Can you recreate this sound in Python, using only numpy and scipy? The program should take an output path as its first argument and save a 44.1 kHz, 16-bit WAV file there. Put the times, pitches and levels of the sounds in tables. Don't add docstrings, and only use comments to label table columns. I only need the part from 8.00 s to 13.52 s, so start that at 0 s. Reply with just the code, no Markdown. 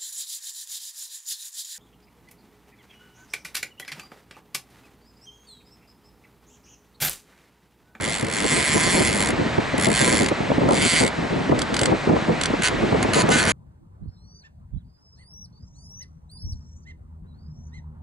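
import sys
import numpy as np
from scipy import signal
from scipy.fft import rfft, irfft
from scipy.io import wavfile
from scipy.ndimage import uniform_filter1d, map_coordinates

SR = 44100
rng = np.random.default_rng(int(sys.argv[2]) if len(sys.argv) > 2 else 0)


def waveform_to_disk(signal):
    frames = np.transpose(np.atleast_2d(signal))
    scaled = np.clip(frames, -1, 1) * 32767
    samples = np.round(scaled).astype(np.int16)
    wavfile.write(sys.argv[1], SR, samples)


N = 243431
TIME = np.arange(N) / SR
HZ = np.fft.rfftfreq(N, 1 / SR)
BAND_LIMIT_HZ = 11080
# frequency_hz, lead_rad
CHANNEL_LEAD = [(40, 0.29), (150, -1.25), (550, 0.0014), (1200, -0.69), (2500, -0.7), (5000, -0.43),
                (8000, -0.19), (11000, -.08)]


def gain_of(db):
    return 10 ** (np.asarray(db) / 20)


def unit_rms(x):
    return x / np.sqrt(np.mean(x ** 2) + 1e-20)


def at_hz(spectrum, hz=HZ):
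    frequency_hz, value = np.transpose(spectrum)
    return np.interp(np.log(hz + 1), np.log(frequency_hz + 1), value)


def at_time(curve, t=TIME):
    return np.interp(t, *np.transpose(curve))


def add(mix, start_s, sound):
    part = mix[..., max(round(start_s * SR), 0):][..., :sound.shape[-1]]
    part += sound[..., :part.shape[-1]]


def bell(peak_s, width_s, lean=0):
    t = TIME - peak_s
    half_width_s = width_s * (1 + lean * np.sign(t)) / 2
    return np.exp2(-np.minimum((t / half_width_s) ** 2, 100))


def port_spectra(sources, coherence, lead_rad=0, balance_db=0):
    first, second = rfft(sources)
    likeness = np.clip(at_hz(coherence), -1, 1)
    common = np.sqrt((1 + likeness) / 2) * first
    opposed = np.sqrt((1 - likeness) / 2) * second
    to_left = np.exp(1j * lead_rad / 2) * gain_of(balance_db / 2)
    return np.array([(common + opposed) * to_left, (common - opposed) / to_left])


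def patchy(x, depth_db, frames, bins):
    spectra = signal.stft(x, nperseg=1024)[2]
    patches = uniform_filter1d(rng.standard_normal(spectra.shape[1:]), bins, axis=0)
    patches = unit_rms(uniform_filter1d(patches, frames, axis=1))
    return signal.istft(spectra * gain_of(depth_db * patches))[1][:, :N]


def surf():
    # frequency_hz, level_db
    spectrum = [(25, -15), (45, -0.5), (110, 0.5), (300, -10.5), (600, 0.5), (950, -1), (1350, -2.5),
                (2000, -1.5), (2700, -8), (3400, -12), (4000, -12), (5200, -19.5), (6800, -23), (8300, -25),
                (9500, -36.5), (11000, -40)]
    # time_s, level_db
    swell = [(0.2, -32.5), (.7, -30.5), (1.5, -27.5), (2.65, -29), (3.35, -30), (4, -28.5), (4.6, -28.5),
             (5.52, -25.5)]
    # frequency_hz, coherence
    coherence = [(60, 1), (130, 0.98), (300, 0.25), (600, 1), (1200, 0.71), (2600, 0.88), (6000, 0.91),
                 (11000, 1)]
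    noise = port_spectra(rng.standard_normal((2, N)), coherence, at_hz(CHANNEL_LEAD))
    wash = irfft(noise * gain_of(at_hz(spectrum)), N)
    wash = patchy(wash, depth_db=.7, frames=7, bins=12)
    return unit_rms(wash) * gain_of(at_time(swell))


def wind_strength_db():
    # time_s, level_db
    breeze = [(0.05, -28.5), (0.3, -28.5), (1.1, -23.5), (1.65, -29.5), (2.05, -21.5), (2.35, -26),
              (2.66, -22.5), (3.0, -25), (3.55, -24.5), (4.0, -28), (4.55, -29), (4.85, -23.5), (5.52, -25)]
    # centre_s, depth_db, width_s
    lulls = [(0.168, -8, 0.056), (0.31, -4, .04), (0.487, -9, 0.025), (0.659, -13, 0.038),
             (1.697, -5, 0.044), (1.973, -9, 0.072), (2.285, -4, 0.019), (2.354, -12, .035),
             (2.48, -6, .025), (2.895, -19, 0.042), (3.127, -8, 0.11), (3.289, -12, 0.024),
             (3.417, -13, 0.023), (3.677, -7, 0.049), (3.99, -6, 0.069), (4.652, -9, .04)]
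    return at_time(breeze) + sum(db * bell(centre_s, width_s) for centre_s, db, width_s in lulls)


def eddies(corner_hz, tilt_db_per_octave, levelling):
    # frequency_hz, level_db
    spectrum = [(15, -36), (25, -38), (60, -9), (165, 0.5), (237, 1), (491, -3), (954, -11.5), (1100, -15),
                (1430, -16), (2420, -120)]
    # frequency_hz, coherence
    coherence = [(60, 0.95), (130, 0.89), (270, 0.5), (580, -0.22), (1200, -0.36)]
    tilt_db = tilt_db_per_octave * np.log2(np.maximum(HZ, 20) / corner_hz)
    colour = gain_of(at_hz(spectrum) + tilt_db) / np.hypot(1, (HZ / corner_hz) ** 2)
    noise = port_spectra(rng.standard_normal((2, N)), coherence)
    pressure = unit_rms(irfft(noise * colour, N))
    local_power = uniform_filter1d((pressure ** 2).mean(0), size=450) + 1e-9
    return unit_rms(pressure / local_power ** (levelling / 2))


def lesser_puffs(per_s=9, above_wind_db=2.5, spread_db=2, width_s=0.0064, edge_db=0):
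    count = int(N / SR * per_s)
    peak_s = (np.arange(count) + rng.random(count)) / per_s
    level_db = np.interp(peak_s, TIME, wind_strength_db()) + above_wind_db
    level_db -= spread_db * rng.standard_normal(count)
    return np.c_[peak_s, level_db, np.full(count, width_s), np.full(count, edge_db)]


def wind(rumble_db=-1.5, wake_db=-11, edge_from_hz=440):
    # peak_s, level_db, width_s, edge_db
    strong_puffs = [(.233, -17.5, .013, -12), (.449, -18, 0.014, -1), (.525, -21, 0.029, -4),
                    (.575, -26, 0.041, -1), (.762, -13.5, 0.014, -2), (.873, -20.5, .013, -5),
                    (.948, -17.5, 0.013, -3), (.978, -22, 0.025, 3.5), (1.01, -14, 0.015, -1),
                    (1.165, -26.5, 0.0097, 6), (1.228, -31, 0.0082, 0), (1.333, -17, 0.0089, -16),
                    (1.402, -16.5, 0.03, -6), (1.465, -20, .009, -14), (1.586, -6, .0078, -5.5),
                    (1.742, -13.5, .0074, -11), (1.786, -15.5, 0.0075, -7), (1.88, -14.5, 0.019, 4),
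                    (1.92, -19.5, 0.013, -7), (2.018, -17.5, 0.018, 1), (2.08, -17.5, 0.0076, 1),
                    (2.131, -19.5, 0.02, 4), (2.215, -13.5, 0.024, -6), (2.318, -16.5, 0.0082, 4.5),
                    (2.408, -16.5, 0.0057, -2), (2.504, -10, 0.0029, -2), (2.519, -12, 0.004, 4.5),
                    (2.585, -9, 0.0059, -2), (2.618, -16, .015, 0), (2.638, -19, 0.014, 1),
                    (2.662, -15, 0.014, -7), (2.69, -15, 0.01, 8), (2.713, -12.5, 0.0092, 5),
                    (2.733, -13, 0.013, 0), (2.78, -22, 0.011, -5), (2.832, -19.5, 0.011, -4),
                    (2.86, -16, .012, -7), (2.937, -19.5, 0.0091, -8), (3.012, -12.5, 0.01, -5),
                    (3.038, -16, 0.022, 3.5), (3.187, -19, 0.006, -1), (3.228, -24, 0.016, -1),
                    (3.33, -19, 0.015, -7), (3.365, -19.5, 0.015, -8), (3.41, -17.5, 0.0083, -9),
                    (3.499, -11, 0.0064, -6), (3.525, -7, .011, 1.5), (3.582, -21, .012, -1),
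                    (3.73, -21.5, 0.013, -1), (3.822, -17.5, 0.016, 0), (3.888, -18, 0.023, -0.5),
                    (3.926, -10, 0.015, 0.5), (4.076, -9, 0.005, -3), (4.103, -7.5, 0.022, -7),
                    (4.136, -9, .012, -3.5), (4.167, -16, .0058, 4), (4.226, -20, 0.0055, -4),
                    (4.297, -10.5, 0.021, -3), (4.506, -17, 0.0067, -4), (4.539, -14.5, 0.0068, 2.5),
                    (4.597, -24.5, 0.016, -4), (4.72, -21, .009, -5), (4.745, -23, 0.0057, -10),
                    (4.836, -12, 0.015, -4), (4.928, -10, 0.008, -5), (4.95, -15.5, 0.011, 5),
                    (5.051, -17.5, 0.0087, 3), (5.09, -15.5, .007, -3), (5.17, -18, 0.027, 5.5),
                    (5.243, -13.5, 0.013, -2.5), (5.298, -16.5, 0.023, 6), (5.318, -20, .009, 4),
                    (5.36, -13.5, 0.0081, -2), (5.425, -26, 0.01, -12), (5.478, -17, .012, -10)]
    dull_power, edge_power = np.zeros((2, N))
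    for peak_s, level_db, width_s, edge_db in np.vstack([strong_puffs, lesser_puffs()]):
        wake = gain_of(wake_db) ** 2 * bell(peak_s + width_s, 2 * width_s)
        power = gain_of(level_db) ** 2 * (bell(peak_s, width_s, lean=.3) + wake)
        dull_power += power
        edge_power += gain_of(edge_db) ** 2 * power
    pressure = eddies(corner_hz=1200, tilt_db_per_octave=0.8, levelling=0.92)
    dull = irfft(rfft(pressure) / (1 + (HZ / edge_from_hz) ** 4), N)
    puffs = np.sqrt(dull_power) * dull + np.sqrt(edge_power) * (pressure - dull)
    rumble = eddies(corner_hz=796, tilt_db_per_octave=-1, levelling=0.099)
    return gain_of(wind_strength_db() + rumble_db) * rumble + puffs


def judder(rms_s=.00012):
    rates_hz = np.geomspace(7, 24, 12)
    wobble = sum(np.sin(2 * np.pi * (hz * TIME + rng.random())) / np.sqrt(hz) for hz in rates_hz)
    return rms_s * unit_rms(wobble)


def tooth_strikes(run, force, cruise_teeth_per_s=122.7, skim_teeth_per_s=194):
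    t = np.arange(run[0][0], run[-1][0], 1 / SR)
    teeth_passed = np.cumsum(at_time(run, t)) / SR
    notches = np.linspace(0, teeth_passed[-1], round(teeth_passed[-1]) + 1)
    strike_s = np.interp(notches, teeth_passed, t)
    speed = at_time(run, strike_s)
    flick_db = 4 * np.log2(speed / cruise_teeth_per_s)
    skim_db = -3 * (speed / skim_teeth_per_s) ** 2
    return np.c_[strike_s, at_time(force, strike_s) + flick_db + skim_db]


def snap_of(stroke):
    snap = stroke * rng.standard_normal(len(stroke))
    for _ in range(10):
        local_rms = np.sqrt(abs(uniform_filter1d(snap ** 2, size=40)) + 1e-14)
        snap = unit_rms(stroke * np.tanh(snap / local_rms))
        snap = unit_rms(irfft(np.exp(1j * np.angle(rfft(snap)))))
    return snap


def pawl(rise_s=0.0019, fall_s=0.00257, rattle_db=-21, rattle_decay_s=.016, uneven_db=1.26):
    # time_s, speed_teeth_per_s
    runs = [
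        [(0.011, 75.8), (0.041, 113.3), (0.1452, 106.7), (0.25, 42.8), (0.3771, 112.8), (0.4521, 94.6),
         (0.4898, 130.4), (0.5443, 178.8), (0.5751, 174.2), (0.6334, 131.4), (0.6855, 149.8), (0.7448, 149.0),
         (0.7701, 143.2), (0.8516, 171.0), (0.9206, 180.4), (0.9813, 158.2), (1.045, 135.7), (1.1124, 104.1),
         (1.2171, 102.1), (1.306, 52.3)],
        [(1.781, 52.1), (1.8478, 101.4), (1.8847, 51.1), (1.9924, 135.1), (2.1083, 120.5), (2.212, 99.4),
         (2.287, 29.0)],
        [(2.69, 39.8), (2.7545, 123.3), (2.8019, 142.9), (2.8804, 172.0), (2.9156, 174.4), (2.9666, 158.9),
         (3.0285, 145.8), (3.0496, 51.2), (3.078, 87.4)],
        [(4.6225, 45.3), (4.6456, 168.2), (4.6616, 167.6), (4.6845, 81.0)],
        [(5.1355, 57.9), (5.1565, 249.8), (5.1846, 250.6), (5.1996, 219.8), (5.219, 111.0)],
        [(5.292, 17.9), (5.3106, 184.4), (5.3228, 300.5), (5.3641, 302.6), (5.3969, 187.4), (5.4185, 129.2),
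         (5.4518, 61.0), (5.4796, 150.1), (5.517, 232.4)],
    ]
    # time_s, level_db
    forces = [
        [(0, -27), (.16, -26), (.25, -26), (.44, -26), (.5, -24), (.73, -23.5), (.78, -24.5), (.83, -24),
         (1.06, -24), (1.25, -23), (1.31, -21)],
        [(1.78, -21), (1.85, -20.5), (1.9, -22), (1.97, -20.5), (2.06, -21.5), (2.2, -23), (2.29, -19)],
        [(2.69, -21), (2.79, -25), (2.83, -21), (3.0, -20), (3.03, -20), (3.08, -20)],
        [(4.62, -15), (4.635, -22), (4.65, -22.5), (4.685, -21)],
        [(5.136, -17.5), (5.145, -24), (5.16, -28.5), (5.22, -24)],
        [(5.29, -15.5), (5.305, -22.5), (5.335, -25.5), (5.37, -26), (5.44, -25), (5.52, -25.5)],
    ]
    # time_s, level_db
    slips = [(3.592, -23), (3.619, -20.5), (3.743, -21.5), (3.767, -21), (3.793, -18.5), (3.815, -19),
             (3.8339, -20), (3.859, -19.5), (4.414, -19.5), (4.436, -21), (4.458, -21), (5.029, -27.5)]
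    # frequency_hz, power_share
    repeating = [(1000, .97), (2500, .97), (3500, .9), (4500, .72), (7000, .4), (11000, .3)]
    lead_s, jitter_s, stutter_s = .004, .00002, .00035
    t = np.arange(1024) / SR - lead_s
    stroke_s = np.where(t < 0, rise_s, fall_s)
    stroke = np.exp(-np.minimum(abs(t) / stroke_s, 9) ** 1.4)
    rattle = stroke + (t > 0) * gain_of(rattle_db) * np.exp(-abs(t) / rattle_decay_s)
    snap = snap_of(stroke)
    strikes = [tooth_strikes(run, force) for run, force in zip(runs, forces)]
    times_s, levels_db = np.vstack(strikes + [slips]).T
    starts_s = times_s + np.interp(times_s, TIME, judder()) - lead_s
    snaps, chatter = np.zeros(N), np.zeros((2, N))
    for start_s, level_db in zip(starts_s, levels_db):
        late, loose, hard = rng.standard_normal(3)
        strength = gain_of(level_db + uneven_db * hard)
        burst = unit_rms(rattle * rng.standard_normal((2, len(t))))
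        add(snaps, start_s + jitter_s * late, strength * snap)
        add(chatter, start_s + stutter_s * loose, strength * burst)
    share = at_hz(repeating)
    direct = irfft(np.sqrt(share) * rfft(snaps) + np.sqrt(1 - share) * rfft(chatter[0]), N)
    scattered = chatter[1]
    return np.array([direct, scattered])


def reel_response(modes, shell_db):
    # frequency_hz, level_db
    shell = [(200, -53), (600, -41), (1000, -4), (1800, -15), (2800, -5), (3900, -8.5), (4800, -23),
             (5700, -7), (7000, -12), (8300, -22), (9000, -16), (11000, -28)]
    hz = np.fft.rfftfreq(8192, 1 / SR)
    modal_power = sum((gain_of(level_db) / (1 + 2 * ((hz - pitch_hz) / width_hz) ** 2)) ** 2
                      for pitch_hz, width_hz, level_db in modes)
    gain = np.sqrt(modal_power + gain_of(at_hz(shell, hz) + shell_db) ** 2)
    treble = (hz > 3500) & (hz < BAND_LIMIT_HZ)
    return gain / np.sqrt(np.mean(gain[treble] ** 2))


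def ring(excitation, gain):
    log_gain = np.log(np.maximum(np.r_[gain, gain[-2:0:-1]], 1e-5))
    impulse_response = np.fft.ifft(np.exp(np.conj(signal.hilbert(log_gain)))).real
    return signal.oaconvolve(excitation, impulse_response[None, :len(gain)], axes=1)[:, :N]


def sand_echo(sound, level_db=-13, delay_s=.0086, sway_s=.0002, sway_hz=1.3):
    sway = np.sin(2 * np.pi * (sway_hz * TIME + rng.random()))
    emitted_at = (TIME - delay_s - sway_s * sway) * SR
    return gain_of(level_db) * np.array([map_coordinates(part, [emitted_at], order=3) for part in sound])


def reel():
    # pitch_hz, width_hz, level_db
    first_grip = [(1006, 19, 1.5), (1604, 29, -0.5), (2065, 70, 2), (2060, 580, -1), (3080, 130, -8.5),
                  (3430, 240, -6), (4370, 360, -5.5), (4970, 640, -11.5), (6670, 170, -9.5),
                  (7220, 300, -6), (7440, 140, -7.5), (8080, 570, -7), (10310, 860, -7.5)]
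    middle_grip = [(1490, 130, -3), (2130, 310, 4), (3100, 200, -4.5), (3450, 270, -4), (4200, 210, -4.5),
                   (4660, 400, -2.5), (5980, 300, -17), (6620, 200, -12), (7200, 510, -5.5),
                   (8140, 350, -2.5), (8700, 500, -12), (10250, 960, -9.5)]
    slip_grip = [(1490, 480, -2.5), (2130, 310, 0), (3080, 310, -4), (3430, 200, -2.5), (4330, 430, -0.5),
                 (4800, 290, -3), (6250, 410, -13), (7400, 870, -7), (8100, 270, -2), (8400, 330, -10),
                 (10150, 670, -12), (10950, 250, -11.5)]
    last_grip = [(996, 12, 12), (1233, 30, 7), (1487, 81, 7), (1710, 48, -1), (1750, 550, 1.5),
                 (2100, 91, 5.5), (2470, 450, -1.5), (2980, 720, -5), (3540, 280, -12), (4360, 720, -2),
                 (6200, 330, -6), (6700, 240, -3.5), (7250, 600, -5.5), (8280, 710, -6.5),
                 (10270, 1030, -7.5)]
    # start_s, end_s
    grip_changes = [(2.4, 2.7), (3.15, 3.5), (4.48, 4.62)]
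    # frequency_hz, coherence
    coherence = [(600, 0.24), (2000, 0.76), (5000, 0.89), (11000, 0.87)]
    # frequency_hz, balance_db
    balance = [(60, -5), (110, -1), (190, 0), (350, -33), (630, 1), (1130, 1.5), (2020, -1), (3630, -2),
               (6530, -2), (11700, -0.5)]
    clicks = pawl()
    responses = [gain_of(-3) * reel_response(first_grip, shell_db=-6.5),
                 gain_of(-4.5) * reel_response(middle_grip, shell_db=-4.5),
                 gain_of(-3.5) * reel_response(slip_grip, shell_db=-4),
                 gain_of(-2) * reel_response(last_grip, shell_db=-4)]
    grip_taken = [1] + [np.interp(TIME, change, (0, 1)) for change in grip_changes] + [0]
    sound = sum(ring(clicks * (current - following), response)
                for current, following, response in zip(grip_taken, grip_taken[1:], responses))
    sound = patchy(sound, depth_db=2, frames=4, bins=9)
    sound = sound + sand_echo(sound)
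    return irfft(port_spectra(sound, coherence, at_hz(CHANNEL_LEAD), at_hz(balance)), N)


def scene():
    return reel() + surf() + wind()


def record(dry):
    sensed_below_hz, threshold_db, excess_removed, reaction_s = 960, -18.5, 0.58, 0.004
    low_band = signal.sosfilt(signal.butter(2, sensed_below_hz, fs=SR, output="sos"), dry)
    pole = np.exp(-1 / (reaction_s * SR))
    power = signal.lfilter([1 - pole], [1, -pole], (low_band ** 2).mean(0))
    excess_db = np.maximum(10 * np.log10(power + 1e-12) - threshold_db, 0)
    ducked = dry / gain_of(excess_removed * excess_db)
    low_pass = signal.firwin(601, BAND_LIMIT_HZ, window=("kaiser", 9), fs=SR)
    return signal.oaconvolve(ducked, low_pass[None], "same")


dry = scene()
out = record(dry)
waveform_to_disk(out)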